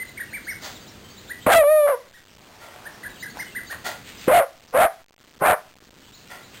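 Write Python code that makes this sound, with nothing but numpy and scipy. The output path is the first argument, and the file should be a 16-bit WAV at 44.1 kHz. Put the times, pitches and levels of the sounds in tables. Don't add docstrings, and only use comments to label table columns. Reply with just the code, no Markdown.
import sys
import numpy as np
from scipy import signal
from scipy.fft import rfft, irfft
from scipy.io import wavfile
from scipy.ndimage import uniform_filter1d

SR = 44100
rng = np.random.default_rng(int(sys.argv[2]) if len(sys.argv) > 2 else 0)


def unload_wav(signal):
    wavfile.write(
        sys.argv[1],
        SR,
        np.round(np.clip(np.atleast_2d(signal).T, -1, 1) * 32767).astype(np.int16),
    )


N = 291060
TIME = np.arange(N) / SR
HOLD_SAMPLES = 4


def from_db(db):
    return 10 ** (np.asarray(db) / 20)


def rms_one(x):
    return x / np.sqrt(np.mean(x ** 2) + 1e-20)


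def cut(x, hz, kind, order=2):
    return signal.sosfilt(signal.butter(order, hz, kind, fs=SR, output="sos"), x)


def wobble(hz):
    return rms_one(cut(rng.standard_normal(N), hz, "low"))


def power(x, seconds):
    return np.abs(uniform_filter1d(x ** 2, max(int(seconds * SR), 1))) + 1e-12


def resonances(x, modes):
    out = []
    for k, (hz, width_hz, db) in enumerate(modes):
        r = np.exp(-np.pi * width_hz / SR)
        poles = [1, -2 * r * np.cos(2 * np.pi * hz / SR), r * r]
        ring = (1 - r * r) / 2 * signal.lfilter([1, 0, -1], poles, x)
        out.append((-1) ** k * from_db(db) * ring)
    return np.array(out)


def swell(start_s, rise_s, decay_s, db):
    age = TIME - start_s
    rise = np.clip(age / rise_s, 0, 1)
    return from_db(db) * rise * np.exp(-np.clip((age - rise_s) / decay_s, 0, 20))


# f/Hz, relative level/dB per Hz
AIR_SPECTRUM = [(15, -31), (25, -8.5), (102, -3.5), (145, -6.5), (226, -5), (708, -16.5), (882, -18.5),
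                (1910, -18.5), (2170, -20.5), (4800, -19.5), (6240, -42.5), (10600, -120)]
AIR_RMS_DB = -46


def air():
    hz, db = np.transpose(AIR_SPECTRUM)
    bins_hz = np.maximum(np.fft.rfftfreq(N, 1 / SR), 1)
    colour = from_db(np.interp(np.log(bins_hz), np.log(hz), db))
    colour = colour * (bins_hz < SR / HOLD_SAMPLES / 2)
    return from_db(AIR_RMS_DB) * rms_one(irfft(rfft(rng.standard_normal(N)) * colour, N))


# start t/s, mid-glide f/Hz, glide/octaves, level before yard and mix/dB
NEAR_CHIRPS = [(.068, 4014, -0.17, -45), (.495, 5250, -0.16, -36), (.75, 3650, -.28, -43.5),
               (.805, 4650, 0, -45), (1.098, 4570, .15, -45), (1.167, 3950, 0.33, -42.5),
               (1.276, 3950, 0.51, -42.5), (3.198, 3930, 0.16, -41.5), (3.217, 5100, .1, -40),
               (3.288, 4410, .25, -43), (3.39, 5180, .08, -37.5), (3.667, 4520, -0.23, -41),
               (6.132, 4122, .35, -35)]
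CHIRP_S, CHIRP_BOW_OCTAVES = .033, .05
FAR_CHIRPS_PER_S, FAR_CHIRP_HZ, FAR_CHIRP_DB = 9.5, 3950, -46.5


def birds(spread_octaves=0.6, glide_octaves=0.46, spread_db=3):
    far = []
    for when, high, up, near in rng.uniform(-1, 1, (int(FAR_CHIRPS_PER_S * N / SR), 4)):
        hz = FAR_CHIRP_HZ * 2 ** (spread_octaves * high)
        far.append(((when + 1) / 2 * N / SR, hz, glide_octaves * up, FAR_CHIRP_DB + spread_db * near))
    out = np.zeros(N)
    for start_s, hz, glide, db in list(NEAR_CHIRPS) + far:
        inside = (TIME >= start_s) & (TIME < start_s + CHIRP_S)
        u = (TIME[inside] - start_s) / CHIRP_S
        pitch_hz = hz * 2 ** (glide * (u - .5) - CHIRP_BOW_OCTAVES * (2 * u - 1) ** 2)
        envelope = from_db(db) * np.sqrt(np.abs(np.sin(np.pi * u)))
        out[inside] += envelope * np.sin(2 * np.pi * np.cumsum(pitch_hz) / SR)
    return out


# top t/s, rise/s, fall/s, top f/Hz before waver, top level before yard/dB
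WHINE_ARCHES = [(.03, .2, 0.01, 2060, -31.5), (0.18, 0.011, 0.023, 2235, -33),
                (0.211, 0.017, 0.019, 1913, -28.5), (.346, 0.022, 0.042, 2350, -30.5),
                (.495, 0.03, 0.041, 2220, -28), (1.321, .029, .006, 1974, -29),
                (2.007, 0.021, 0.031, 2110, -35), (2.153, .02, 0.035, 1920, -33),
                (2.874, .026, 0.011, 1820, -30), (3.04, .012, .02, 1994, -34.5),
                (3.068, 0.024, 0.011, 1726, -31.5), (3.233, .012, 0.02, 2060, -30.5),
                (3.266, 0.013, .017, 1693, -34.5), (3.406, 0.021, 0.032, 2123, -29),
                (3.569, 0.023, 0.03, 2040, -27.5), (3.721, 0.028, 0.031, 1880, -31.5)]
WHINE_FOOT_HZ, WHINE_FOOT_DB = 1390, -11
WHINE_ARCH = 1.5


def whines(overtone_db=-27, waver=0.0056, edge_s=0.0056):
    out = np.zeros(N)
    unsteady = 1 + waver * wobble(140)
    for top_s, rise, fall, hz, db in WHINE_ARCHES:
        inside = (TIME > top_s - rise) & (TIME < top_s + fall)
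        t = TIME[inside] - top_s
        arch = np.abs(np.cos(np.pi / 2 * t / np.where(t < 0, rise, fall))) ** WHINE_ARCH
        pitch_hz = (WHINE_FOOT_HZ + (hz - WHINE_FOOT_HZ) * arch) * unsteady[inside]
        phase = 2 * np.pi * np.cumsum(pitch_hz) / SR
        edges = np.minimum(np.minimum(t + rise, fall - t) / edge_s, 1)
        envelope = from_db(db + WHINE_FOOT_DB * (1 - arch)) * edges
        whistle = np.sin(phase) + from_db(overtone_db) * np.sin(2 * phase)
        out[inside] += envelope * np.sqrt(2) * whistle
    return out


# start t/s, rise/s, decay/s, level before yard/dB, nasal share of power/0-1
SNORT_BURSTS = [(0.603, 0.049, 0.061, -32.5, 0.1), (2.588, 0.041, 0.052, -34.5, 0.9),
                (3.7, 0.0092, 0.023, -37, 0.5), (3.837, 0.031, 0.039, -26, 0.6),
                (6.292, 0.023, 0.053, -31, 0.98)]
# f/Hz, width/Hz, relative level/dB
NOSE_MODES = [(706, 290, -6), (1410, 44, 1.5), (1906, 170, -3), (3430, 110, -8.5), (4610, 520, -13.5)]
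# f/Hz, width/Hz, relative level/dB
MUZZLE_MODES = [(766, 780, -2), (1850, 460, -2), (4230, 2500, -0.5)]


def snorts():
    nose = rms_one(resonances(rng.standard_normal(N), NOSE_MODES).sum(axis=0))
    muzzle = rms_one(resonances(rng.standard_normal(N), MUZZLE_MODES).sum(axis=0))
    out = np.zeros(N)
    for *shape, nasal in SNORT_BURSTS:
        nasal = np.clip(nasal, 0, 1)
        out += swell(*shape) * (np.sqrt(nasal) * nose + np.sqrt(1 - nasal) * muzzle)
    return out


EFFORT_WIDTH, EBB_S = .58, .056


def slackness(age_s, crest_s):
    width_s = np.where(age_s < crest_s, EFFORT_WIDTH * crest_s, EBB_S)
    return 1 - np.exp(-((age_s - crest_s) / width_s) ** 2)


# start t/s, attack/s, time to crest/s, length before release/s, crest f/Hz, crest level/dB,
# swell/dB, crest roughness/0-1, crest mouth opening/dB, chest thump level/dB; levels before yard
BARK_EFFORTS = [(1.4615, 0.0041, .058, .13, 785.5, -4.5, 7.5, .53, 13.5, -10.5),
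                (4.272, 0.0083, .095, 0.17, 715, 5.5, 18, 0.34, 3, -9.5),
                (4.725, 0.025, .102, 0.14, 735, 9.5, 11, .44, 6.5, -17),
                (5.399, .023, 0.094, 0.14, 719, 6, 10.5, .7, 4, -7.5)]
SLACK_PITCH_HZ, SLACK_MOUTH_DB = 466, 0
SLACK_ROUGHNESS = 0.066
ONSET_DB, RELEASE_DB_PER_S = -31.5, 1054
LOUDNESS_LAG_S = 0.015


def bark_controls():
    out = np.array([[SLACK_PITCH_HZ], [-120], [0], [0]]) * np.ones(N)
    for start_s, attack, crest, length, hz, db, swell_db, rough, mouth_db, _ in BARK_EFFORTS:
        now = (TIME >= start_s) & (TIME < start_s + .5)
        age = TIME[now] - start_s
        slack = slackness(age, crest)
        late_slack = slackness(age - LOUDNESS_LAG_S, crest)
        onset_db = ONSET_DB * np.maximum(1 - age / attack, 0)
        release_db = -RELEASE_DB_PER_S * np.maximum(age - length, 0)
        out[:, now] = [hz + (SLACK_PITCH_HZ - hz) * slack,
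                       db - swell_db * late_slack + onset_db + release_db,
                       rough + SLACK_ROUGHNESS * slack,
                       mouth_db + (SLACK_MOUTH_DB - mouth_db) * late_slack]
    return out


THUMP_DECAY_S = .007


def thumps(low_hz=175, high_hz=430):
    puff = cut(cut(rng.standard_normal(N), low_hz, "high"), high_hz, "low", order=4)
    envelope = sum(swell(start_s + attack / 2, attack / 2, THUMP_DECAY_S, db)
                   for start_s, attack, *_, db in BARK_EFFORTS)
    return puff / np.sqrt(power(puff, 0.013)) * envelope


# t/s, f/Hz
HOWL_PITCH = [(1.568, 679), (1.598, 640.4), (1.616, 595), (1.648, 567), (1.718, 623), (1.762, 615),
              (1.86, 575.2)]
# t/s, level/dB
HOWL_JAWS = [(1.57, -0.5), (1.74, -5.5), (1.86, -15.5), (1.872, 8.5), (1.945, 5.5)]
# start t/s, roughness/0-1, recovery/s
HOWL_CRACKS = [(1.573, 0.18, .02), (1.627, 0.33, 0.0056), (1.863, .58, .036)]
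HOWL_DB, HOWL_FULL_HZ, HOWL_DB_PER_OCTAVE = 12.5, 610, 35
CRACK_RISE_S, CRACK_LOSS_DB = .008, 10
HOWL_END_S, SAG_S, SAG_HZ = 1.947, .045, 95.55


def howl_controls():
    pitch_hz = np.interp(TIME, *np.transpose(HOWL_PITCH))
    mouth_db = np.interp(TIME, *np.transpose(HOWL_JAWS))
    pitch_hz = pitch_hz - SAG_HZ * np.clip(1 + (TIME - HOWL_END_S) / SAG_S, 0, 1)
    rough = sum(depth * swell(start_s, CRACK_RISE_S, recovery, 0)
                for start_s, depth, recovery in HOWL_CRACKS)
    sink_db = HOWL_DB_PER_OCTAVE * np.minimum(np.log2(pitch_hz / HOWL_FULL_HZ), 0)
    release_db = -RELEASE_DB_PER_S * np.clip(TIME - HOWL_END_S, 0, .5)
    level_db = HOWL_DB + sink_db - CRACK_LOSS_DB * rough + release_db
    return np.array([pitch_hz, level_db, rough, mouth_db])


HANDOVER_S, HANDOVER_LENGTH_S = 1.538, .034


def voice_controls():
    howling = np.clip((TIME - HANDOVER_S) / HANDOVER_LENGTH_S, 0, 1) * (TIME < BARK_EFFORTS[1][0])
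    mixed = howling * howl_controls() + (1 - howling) * bark_controls()
    pitch_hz, level_db, rough, mouth_db = mixed
    return level_db > -50, pitch_hz, level_db, rough, mouth_db


def moving_resonance(x, hz, width_hz, gate, size=64):
    out, state = np.zeros(N), np.zeros(2)
    r = np.exp(-np.pi * width_hz / SR)
    for i in np.unique(np.flatnonzero(gate) // size) * size:
        poles = [1, -2 * r * np.cos(2 * np.pi * hz[i] / SR), r * r]
        out[i:i + size], state = signal.lfilter([1, 0, -1], poles, x[i:i + size], zi=state)
    return (1 - r * r) / 2 * out


# f at rest pitch/Hz, width/Hz, relative level/dB
THROAT_MODES = [(634, 320, 9.5), (1163, 150, -5.5), (1864, 360, -8), (2076, 180, -9), (2500, 210, -16.5),
                (2970, 260, -20.5), (3244, 300, -24.5)]


def barks_and_howl(jitter=.14, shimmer=0.85, doubling=0.87, slope=1.2, rasp=.72, low_rasp=.55,
                   flutter_hz=130, low_edge_hz=480, rasp_edge_hz=2550, flare=3, flare_db=-31,
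                   rest_pitch_hz=660, larynx_lift=0.59):
    gate, pitch_hz, level_db, rough, mouth_db = voice_controls()
    rough = np.clip(rough, 0, .95)
    jittered_hz = pitch_hz * (1 + jitter * rough * wobble(flutter_hz))
    phase = 2 * np.pi * np.cumsum(jittered_hz) / SR
    pulses = (1 - rough) * sum(np.cos(k * phase) / k ** slope for k in np.arange(1, 8))
    uneven = shimmer * wobble(flutter_hz) + doubling * np.cos(phase / 2)
    pulses = pulses * (1 + rough * uneven)
    hiss = rasp * rough * 8 * rng.standard_normal(N) * (1 + 0.65 * np.cos(phase))
    treble = from_db(flare_db + flare * mouth_db) * cut(hiss, rasp_edge_hz, "high", order=4)
    hiss = cut(hiss, rasp_edge_hz, "low", order=8) + treble
    lift = (pitch_hz / rest_pitch_hz) ** larynx_lift
    voice = np.zeros(N)
    for k, (hz, width_hz, db) in enumerate(THROAT_MODES):
        if k == 0:
            source = pulses + low_rasp * hiss
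        else:
            source = -(-1) ** k * from_db(mouth_db) * (pulses + hiss)
        voice += from_db(db) * moving_resonance(source, hz * lift, width_hz, gate)
    voice = cut(voice, low_edge_hz, "high", order=6)
    steady_power = uniform_filter1d(power(voice, 0.014), size=130)
    envelope = uniform_filter1d(gate * from_db(level_db), size=40)
    return envelope * voice / np.sqrt(np.abs(steady_power))


# start t/s, rise/s, decay/s, level before yard/dB, centre f/Hz
GRAVEL_SCUFFS = [(2.3, 0.42, 0.21, -39.5, 721), (3.335, 0.038, 0.015, -38, 677),
                 (3.39, 0.022, 0.045, -44, 4520), (3.708, 0.021, 0.028, -37.5, 950),
                 (4.008, 0.0074, 0.0063, -43.5, 1428), (4.031, 0.056, 0.081, -41.5, 2440),
                 (4.171, 0.073, 0.1, -40.5, 2500), (6.268, 0.0015, 0.015, -37.5, 2523),
                 (6.52, 0.027, 0.027, -40.5, 2120)]


def gravel(grains_per_s=2500, spread_db=3, width=0.85):
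    hits = rng.random(N) < grains_per_s / SR
    grains = hits * rng.standard_normal(N) * from_db(spread_db * rng.standard_normal(N))
    out = np.zeros(N)
    for *shape, hz in GRAVEL_SCUFFS:
        crunch = resonances(grains + 1e-18, [(hz, width * hz, 0)])[0]
        out += swell(*shape) * rms_one(crunch)
    return out


def yard(x, wet_db, t60, wall_s=0.017, dull_hz=3000):
    age = TIME[:SR]
    echoes = rng.standard_normal(SR) * from_db(-60 * age / t60) * np.clip(age / wall_s, 0, 1) ** 2
    echoes = cut(echoes / np.sqrt(np.sum(echoes ** 2)), dull_hz, "low", order=1)
    return x + from_db(wet_db) * signal.fftconvolve(x, echoes)[:N]


# delay t/s, level/dB
WALL_ECHOES = [(.019, -23.5), (.031, -18.5), (.043, -26.5), (.072, -25.5)]


def scene():
    voice = barks_and_howl() + thumps()
    slaps = sum(from_db(db) * np.interp(TIME - delay_s, TIME, voice, left=0)
                for delay_s, db in WALL_ECHOES)
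    loud = yard(voice, wet_db=-20.0, t60=0.29) + slaps
    far_birds = from_db(-0.5) * yard(birds(), wet_db=-1.5, t60=.2)
    soft = yard(whines() + snorts() + far_birds + gravel(), wet_db=-3.5, t60=.3)
    return (loud + soft + air())[None]


def gain_control(x, threshold_db=-11.5, release_db_per_s=20, attack_s=0.038):
    excess_db = np.maximum(10 * np.log10(power(x, 0.0018)) - threshold_db, 0)
    ramp_db = release_db_per_s * TIME
    held_db = np.maximum.accumulate(excess_db + ramp_db) - ramp_db
    pole = np.exp(-1 / (attack_s * SR))
    return x * from_db(-signal.lfilter([1 - pole], [1, -pole], held_db))


STEP = 1 / 128
CUTOFF_HZ = 15900


def record(dry, ceiling=0.31, knee=6, bias=0.37, band_hz=5150, coupling_hz=45):
    x = gain_control(dry[0])
    x = x / (1 + np.abs(x / ceiling) ** knee) ** (1 / knee)
    x = cut(cut(x, band_hz, "low", order=4), coupling_hz, "high", order=1)
    coarse = STEP * (np.round(x[::HOLD_SAMPLES] / STEP - bias) + bias)
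    stairs = np.repeat(coarse, HOLD_SAMPLES)[:N]
    stairs = cut(stairs, 4, "high", order=1)
    top_cut = signal.ellip(10, .2, 80, CUTOFF_HZ, fs=SR, output="sos")
    return signal.sosfilt(top_cut, stairs)[None]


dry = scene()
out = record(dry)
unload_wav(out)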